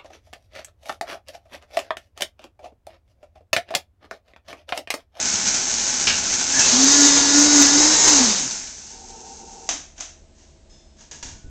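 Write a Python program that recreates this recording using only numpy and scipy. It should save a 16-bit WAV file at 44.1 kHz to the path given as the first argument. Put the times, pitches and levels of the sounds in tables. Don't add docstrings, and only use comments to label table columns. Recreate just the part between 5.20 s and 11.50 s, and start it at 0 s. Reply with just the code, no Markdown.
import sys
import numpy as np
from scipy import signal
from scipy.fft import rfft, irfft
from scipy.io import wavfile
from scipy.ndimage import uniform_filter1d

SR = 44100
rng = np.random.default_rng(int(sys.argv[2]) if len(sys.argv) > 2 else 0)


def bounce(signal):
    frames = np.transpose(np.atleast_2d(signal))
    limited = np.clip(frames, -1, 1)
    pcm = np.round(limited * 32767).astype(np.int16)
    wavfile.write(sys.argv[1], SR, pcm)


N = 277824
T = np.arange(N) / SR


def undb(db):
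    return 10 ** (np.asarray(db) / 20)


def unit(x):
    return x / np.sqrt(np.mean(x ** 2))


def curve(table):
    return np.interp(T, *np.transpose(table))


def walk(rate):
    hold = int(SR / rate)
    steps = np.repeat(rng.standard_normal(N // hold + 1), hold)
    return unit(uniform_filter1d(steps, hold)[:N])


def colour(x, outline, size=8192):
    hz, db = np.transpose(outline)
    grid = np.maximum(np.fft.rfftfreq(size, 1 / SR), 1)
    rolloff_db = 20.4 * np.maximum(np.log2(grid / hz[-1]), 0)
    gain = undb(np.interp(np.log(grid), np.log(hz), db) - rolloff_db)
    cepstrum = irfft(np.log(gain))
    response = irfft(np.exp(rfft(2 * cepstrum * (np.arange(size) < size // 2))))
    return signal.fftconvolve(x, response / np.linalg.norm(response))[:N]


def resonate(x, modes, order=1):
    return sum(undb(db) * signal.sosfilt([np.concatenate(signal.iirpeak(hz, hz / width, SR))] * order, x)
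               for hz, width, db in modes)


def room(x, wet_db, t60=.22, gap_s=.003):
    t = T[:SR // 3]
    tail = rng.standard_normal(len(t)) * np.exp(-np.log(1000) * t / t60) * (t > gap_s)
    reflections = signal.fftconvolve(x, tail / np.linalg.norm(tail))[:N]
    wet = undb(wet_db)
    return (x + wet * reflections) / np.hypot(1, wet)


def blows(table, wet_db, room_t60=.28):
    power = np.zeros(N)
    for s, db, t60 in table:
        start = int(s * SR)
        decay = np.exp(-np.log(1000) * np.minimum(T[:N - start] / t60, 10))
        power[start:] += (undb(db) * decay) ** 2
    retained = np.exp(-2 * np.log(1000) / (room_t60 * SR))
    reverberant = signal.lfilter([1 - retained], [1, -retained], power)
    return np.sqrt(power + undb(wet_db) ** 2 * reverberant) * rng.standard_normal(N)


def struck(force, outline, modes, ring_db):
    crack = colour(force, outline)
    return crack + undb(ring_db) * resonate(crack, modes)


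# f/Hz, relative level/dB
KITCHEN_SPECTRUM = [(15, -36), (25, 0.5), (81, -7.5), (114, -22), (138, -10.5), (179, -22.5), (212, -10),
                    (257, -21), (343, -15.5), (436, -22), (656, -22), (1230, -35.5), (7800, -34.5),
                    (10100, -69), (17200, -120)]
# f/Hz, rms level/dB
HUM_PARTIALS = [(73, -58.5), (145, -69.5), (221, -75), (339, -71), (646, -67.5)]
def kitchen(noise_db=-52):
    hum = sum(undb(db) * unit(np.sin(2 * np.pi * hz * T + .3 * walk(12))) for hz, db in HUM_PARTIALS)
    return hum + undb(noise_db) * unit(colour(rng.standard_normal(N), KITCHEN_SPECTRUM))


# t/s, relative level/dB, T60/s
LID_SLIPS = [(5.15, -62.5, 0.34), (5.18, -58, 0.61), (5.495, -58.5, 0.65), (5.765, -59.5, 0.21),
             (5.785, -51, .2), (5.806, -47, 0.11), (5.912, -33, 0.059), (6.027, -28, 0.04),
             (6.055, -55, 0.11), (6.082, -40, 0.076)]
LID_BUMPS = [(6.03, -41.5, 0.63), (6.11, -39.5, .3), (6.243, -34.5, 0.15)]
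# f/Hz, relative level/dB
SLIP_SPECTRUM = [(100, -17.5), (233, -3), (500, -12.5), (940, -11.5), (1270, -16), (1680, -11), (2500, -14),
                 (3510, -11.5), (5000, -8), (6400, -0.5), (7300, -7), (8400, -24.5)]
BUMP_SPECTRUM = [(25, -5), (45, -1), (72, -4.5), (110, -12), (160, -17.5), (250, -20), (400, -27)]
# f/Hz, bandwidth/Hz, gain/dB
LID_MODES = [(935, 61, -1), (1670, 97, -3), (2370, 120, -7), (2800, 85, -1), (3290, 30, -2)]
# t/s, f/Hz, level/dB, T60/s
LID_RINGS = [(5.497, 5180, -53, 0.92), (5.515, 3526, -59, 0.76), (6.13, 1477, -57, .6),
             (6.24, 1477, -54, 0.27)]
def lid(slip_db=-2, bump_db=-1):
    slips = blows(LID_SLIPS, wet_db=6.5, room_t60=.48)
    sound = undb(slip_db) * struck(slips, SLIP_SPECTRUM, LID_MODES, ring_db=2.5)
    sound += undb(bump_db) * colour(blows(LID_BUMPS, wet_db=0), BUMP_SPECTRUM)
    for s, hz, db, t60 in LID_RINGS:
        t = np.maximum(T - s, 0)
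        envelope = np.exp(-np.log(1000) * t / t60) * (1 - np.exp(-t / .005))
        sound += undb(db + 1.3 * walk(30)) * envelope * np.sin(2 * np.pi * hz * t + .4 * walk(40))
    return sound


# t/s, relative level/dB, T60/s
JAR_KNOCKS = [(.8715, -12.5, .035), (.878, -15, 0.05), (.896, -22, 0.1)]
# f/Hz, relative level/dB
JAR_SPECTRUM = [(100, -2.5), (250, -5), (600, -10.5), (1200, -7.5), (1650, -2.5), (2000, -6), (2350, 2),
                (2800, 2.5), (3300, -0.5), (4200, -2), (5500, 2), (8000, -23)]
# f/Hz, bandwidth/Hz, gain/dB
JAR_MODES = [(1650, 110, -2.5), (2264, 70, -3.5), (2810, 80, -2.5), (4160, 67, -8.5)]
def jar():
    return struck(blows(JAR_KNOCKS, wet_db=2, room_t60=.35), JAR_SPECTRUM, JAR_MODES, ring_db=5)


# t/s, relative level/dB, T60/s, bass gain/dB
SWITCH_CLICKS = [(4.4901, -10.5, .015, 2), (4.763, -50.5, 0.12, -3), (4.779, -40, 0.11, 7),
                 (4.802, -31.5, 0.049, -7), (4.807, -22.5, 0.019, -17)]
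# f/Hz, relative level/dB
SWITCH_SPECTRUM = [(80, -14), (130, -35), (290, -2.5), (430, -17), (700, -2), (1090, -9.5), (1550, -7),
                   (2000, -6), (2540, -6), (3200, -5), (4250, -8.5), (5300, -2.5), (6200, 5.5),
                   (7300, -2.5), (8400, -20)]
# f/Hz, bandwidth/Hz, gain/dB
BASE_MODES = [(296, 39, -6), (745, 15, 0), (1560, 50, -5), (2570, 60, -2), (3830, 70, 5)]
def switches(gain_db=-1, bass_hz=700):
    force = np.zeros(N)
    for s, db, t60, bass_db in SWITCH_CLICKS:
        click = blows([(s, db, t60)], wet_db=4, room_t60=.41)
        bass = signal.sosfilt(signal.butter(1, bass_hz, fs=SR, output="sos"), click)
        force += click + (undb(bass_db) - 1) * bass
    return undb(gain_db) * struck(force, SWITCH_SPECTRUM, BASE_MODES, ring_db=-5)


def running(off_s=4.49, coast_s=.03):
    return np.exp(-np.maximum(T - off_s, 0) / coast_s)


# f/Hz, bandwidth/Hz, gain/dB
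HOUSING_MODES = [(231, 116, -9), (365, 72, -6.5), (456, 30, -1.5), (787, 69, -1), (897, 46, -2),
                 (1324, 110, -22), (2720, 110, -19.5)]
def motor_buzz(pulse_hz=120, depth=.73, start_s=3.53, rise_s=.4, level_db=-45.5):
    rattle = rng.standard_normal(N) * (1 + depth * np.cos(2 * np.pi * pulse_hz * T))
    envelope = np.clip((T - start_s) / rise_s, 0, 1) * running()
    return unit(resonate(rattle, HOUSING_MODES, order=2)) * undb(level_db) * envelope


# t/s, Gaussian spread/s, f/Hz, bandwidth/Hz, level/dB
GROANS = [(1.365, 0.043, 272.3, 18.6, -29.5), (1.385, 0.042, 1680, 240, -29),
          (1.394, 0.012, 770, 410, -29.5), (1.45, 0.034, 2626, 110, -27.5), (2.878, 0.026, 874, 160, -26.5),
          (3.224, 0.031, 273, 44, -34)]
def groans():
    sound = np.zeros(N)
    for s, spread, hz, width, db in GROANS:
        band = unit(resonate(rng.standard_normal(N), [(hz, width, 0)], order=2))
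        sound += undb(db) * np.exp(-((T - s) / spread) ** 2 / 2) * band
    return sound


# t/s, relative level/dB
SHAKE_LEVEL = [(1.5, -40), (1.54, -22.5), (1.646, -17), (1.72, -26), (1.776, -18), (1.868, -18),
               (2.058, -27.5), (2.174, -17), (2.294, -21.5), (2.414, -15), (2.508, -27), (2.554, -18),
               (2.748, -29.5), (2.78, -41), (2.882, -32.5), (2.932, -18), (2.992, -26), (3.012, -17.5),
               (3.16, -38)]
def drone(hz, turns, fast, gain_db=3, flutter=.17, onset_hz=105, full_hz=185):
    stumble = (flutter + 1 - fast) * (walk(55) + 1j * walk(55))
    vibration = np.imag((1 + stumble) * np.exp(2j * np.pi * turns)) / np.hypot(1, 2 * (1 - fast))
    unbalance = np.clip((hz - onset_hz) / (full_hz - onset_hz), 0, 1)
    return vibration * unbalance * undb(curve(SHAKE_LEVEL) + gain_db)


# multiple of the shaft rate, relative level/dB
WHINE_ORDERS = [(3, -8), (5, -4.5), (6, -6.5), (7, -7.5), (9, -8.5), (10, -9), (11, -6.5), (12, -6),
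                (13, 1), (14, -0.5), (15, -1.5), (16, 1), (17, 4), (18, 4.5), (19, 2), (20, 1.5), (21, 2.5),
                (22, 8.5), (23, 3.5), (24, 2.5), (25, -6.5)]
# f/Hz, bandwidth/Hz, gain/dB
SINGING_MODES = [(1450, 30, -2), (1694, 24, 7.5), (1935, 40, -1), (3830, 54, -7), (4595, 23, 0)]
def whine(turns, strength, gain_db=-7, wobble_rad=.2):
    harmonics = np.zeros(N)
    for order, db in WHINE_ORDERS:
        phase = 2 * np.pi * order * turns + wobble_rad * walk(60) + 2 * np.pi * rng.random()
        harmonics += undb(db) * np.sin(phase)
    tones = undb(gain_db) * strength * unit(harmonics)
    return room(tones + resonate(tones, SINGING_MODES), wet_db=1)


def pelting(force, rate, scatter_db, walls=4):
    sound = np.zeros(N)
    for _ in range(walls):
        sizes = undb(scatter_db * np.minimum(rng.exponential(size=N), 5))
        hits = rng.random(N) < rate / SR
        grains = unit(hits * sizes * rng.choice([-1, 1], N))
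        sound += room(grains * force, wet_db=-1)
    return sound / np.sqrt(walls)


# f/Hz, relative level/dB
COARSE_SPECTRUM = [(40, -17.5), (70, -13), (110, -16), (170, -18), (224, -7.5), (330, -15.5), (560, -17),
                   (872, -12.5), (1200, -19.5), (1490, -10.5), (1900, -16.5), (2210, -13), (3170, -15),
                   (5000, -8.5), (6260, -0.5), (7500, -8), (8400, -23.5)]
FINE_SPECTRUM = [(40, -20.5), (130, -18.5), (330, -10), (600, -12.5), (900, -9), (1200, -15), (1900, -13.5),
                 (3100, -17), (4300, -12.5), (5400, -7), (6400, 0), (7400, -7.5), (8300, -22), (9000, -31)]
# f/Hz, bandwidth/Hz, gain/dB
JUG_MODES = [(250, 47, -1.5), (875, 230, -7), (1466, 23, 0.5), (1690, 72, -1)]
def ice(turns, fine_share, drive, blade_depth=.44, fine_db=-2):
    grip = np.minimum(drive / undb(-26), 1)
    passage = (np.cos(2 * np.pi * turns) + np.cos(4 * np.pi * turns)) / 2
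    force = drive * (1 + blade_depth * grip * passage) * undb(walk(30.09))
    coarse = colour(pelting(force * np.sqrt(1 - fine_share), rate=1200, scatter_db=3), COARSE_SPECTRUM)
    fine = colour(pelting(force * np.sqrt(fine_share), rate=3000, scatter_db=2), FINE_SPECTRUM)
    return coarse + .28 * resonate(coarse, JUG_MODES) + undb(fine_db) * fine


# t/s, relative crack level/dB, treble gain from splinters/dB
CHUNKS = [(0.3459, -0.5, -0.5), (1.0646, -8.5, -1.5), (1.1967, -6.5, 0.5), (1.3937, 4.5, 1.5),
          (1.6357, -2, 2), (1.7445, -3, 3.5), (1.86, -3.5, 3.5), (2.1794, -2, 2), (2.4227, 5.5, 2.5),
          (2.73, -8.5, 0), (2.8794, 5.5, 1), (3.196, -5.5, 1.5), (3.31, -7.5, 2.5)]
def chunks(gain_db=-13, t60=.022):
    cracks = [(s, db + gain_db, t60) for s, db, _ in CHUNKS]
    return colour(blows(cracks, wet_db=2), COARSE_SPECTRUM)


def jug_walls(churn, hz, slush, body_db=1, slush_db=-2, crawl_db=-5, split_hz=3800, spread_s=.039):
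    body = signal.sosfiltfilt(signal.butter(2, split_hz, fs=SR, output="sos"), churn)
    flex_db = body_db + slush_db * slush + crawl_db * (CRAWL_HZ / hz) ** 4
    splinters_db = sum(db * np.exp(-((T - s) / spread_s) ** 2 / 2) for s, _, db in CHUNKS)
    return body * undb(flex_db) + (churn - body) * undb(splinters_db)


FIRST_HZ, CRAWL_HZ = 70.08, 33.5
# t/s, f/Hz
SHAFT_RATE = [(1.52, 241.7), (1.552, 246.2), (1.602, 263.4), (1.714, 285.1), (1.772, 287.1), (2.046, 281.2),
              (2.288, 294.7), (2.478, 280.8), (2.684, 306.4), (2.86, 311.2)]
def shaft_speed(rise_octaves_per_s=6.3, settle_s=.41, settle_shape=1.55):
    up_s, down_s = SHAFT_RATE[0][0], SHAFT_RATE[-1][0]
    octaves_below = rise_octaves_per_s * np.maximum(up_s - T, 0)
    hz = np.maximum(curve(SHAFT_RATE) / 2 ** octaves_below, FIRST_HZ)
    settling = np.exp(-(np.maximum(T - down_s, 0) / settle_s) ** settle_shape)
    return CRAWL_HZ + (hz - CRAWL_HZ) * settling


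def churn_force(hz, cubes, full_hz=290, full_db=-14, db_per_octave=11, cubes_db=14.5, stir_db=-46):
    db = full_db + db_per_octave * np.log2(hz / full_hz) + cubes_db * cubes
    return np.hypot(undb(db), undb(stir_db)) * running()


def blender(coarse_hz=80, fine_hz=220, crushed_s=1.585, crushing_s=.38):
    hz = shaft_speed()
    turns = np.cumsum(hz) / SR
    fast = np.clip((hz - 90) / 170, 0, 1)
    cubes = np.clip((crushed_s - T) / crushing_s, 0, 1)
    slush = (1 - fast) * (1 - cubes)
    fine_share = np.clip((hz - coarse_hz) / (fine_hz - coarse_hz), 0, 1) * (1 - cubes)
    drive = churn_force(hz, cubes)
    churn = whine(turns, fast * drive) + ice(turns, fine_share, drive)
    return jug_walls(churn, hz, slush) + chunks() + groans() + drone(hz, turns, fast)


def scene():
    return (blender() + motor_buzz() + jar() + switches() + lid() + kitchen())[None]


def record(dry, mic_hz=8650, ceiling=.78, top_hz=16000):
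    heard = signal.sosfilt(signal.cheby1(12, .3, mic_hz, fs=SR, output="sos"), dry)
    clipped = np.clip(heard, -ceiling, ceiling)
    return signal.sosfilt(signal.ellip(8, .2, 70, top_hz, fs=SR, output="sos"), clipped)


dry = scene()
out = record(dry)
bounce(out)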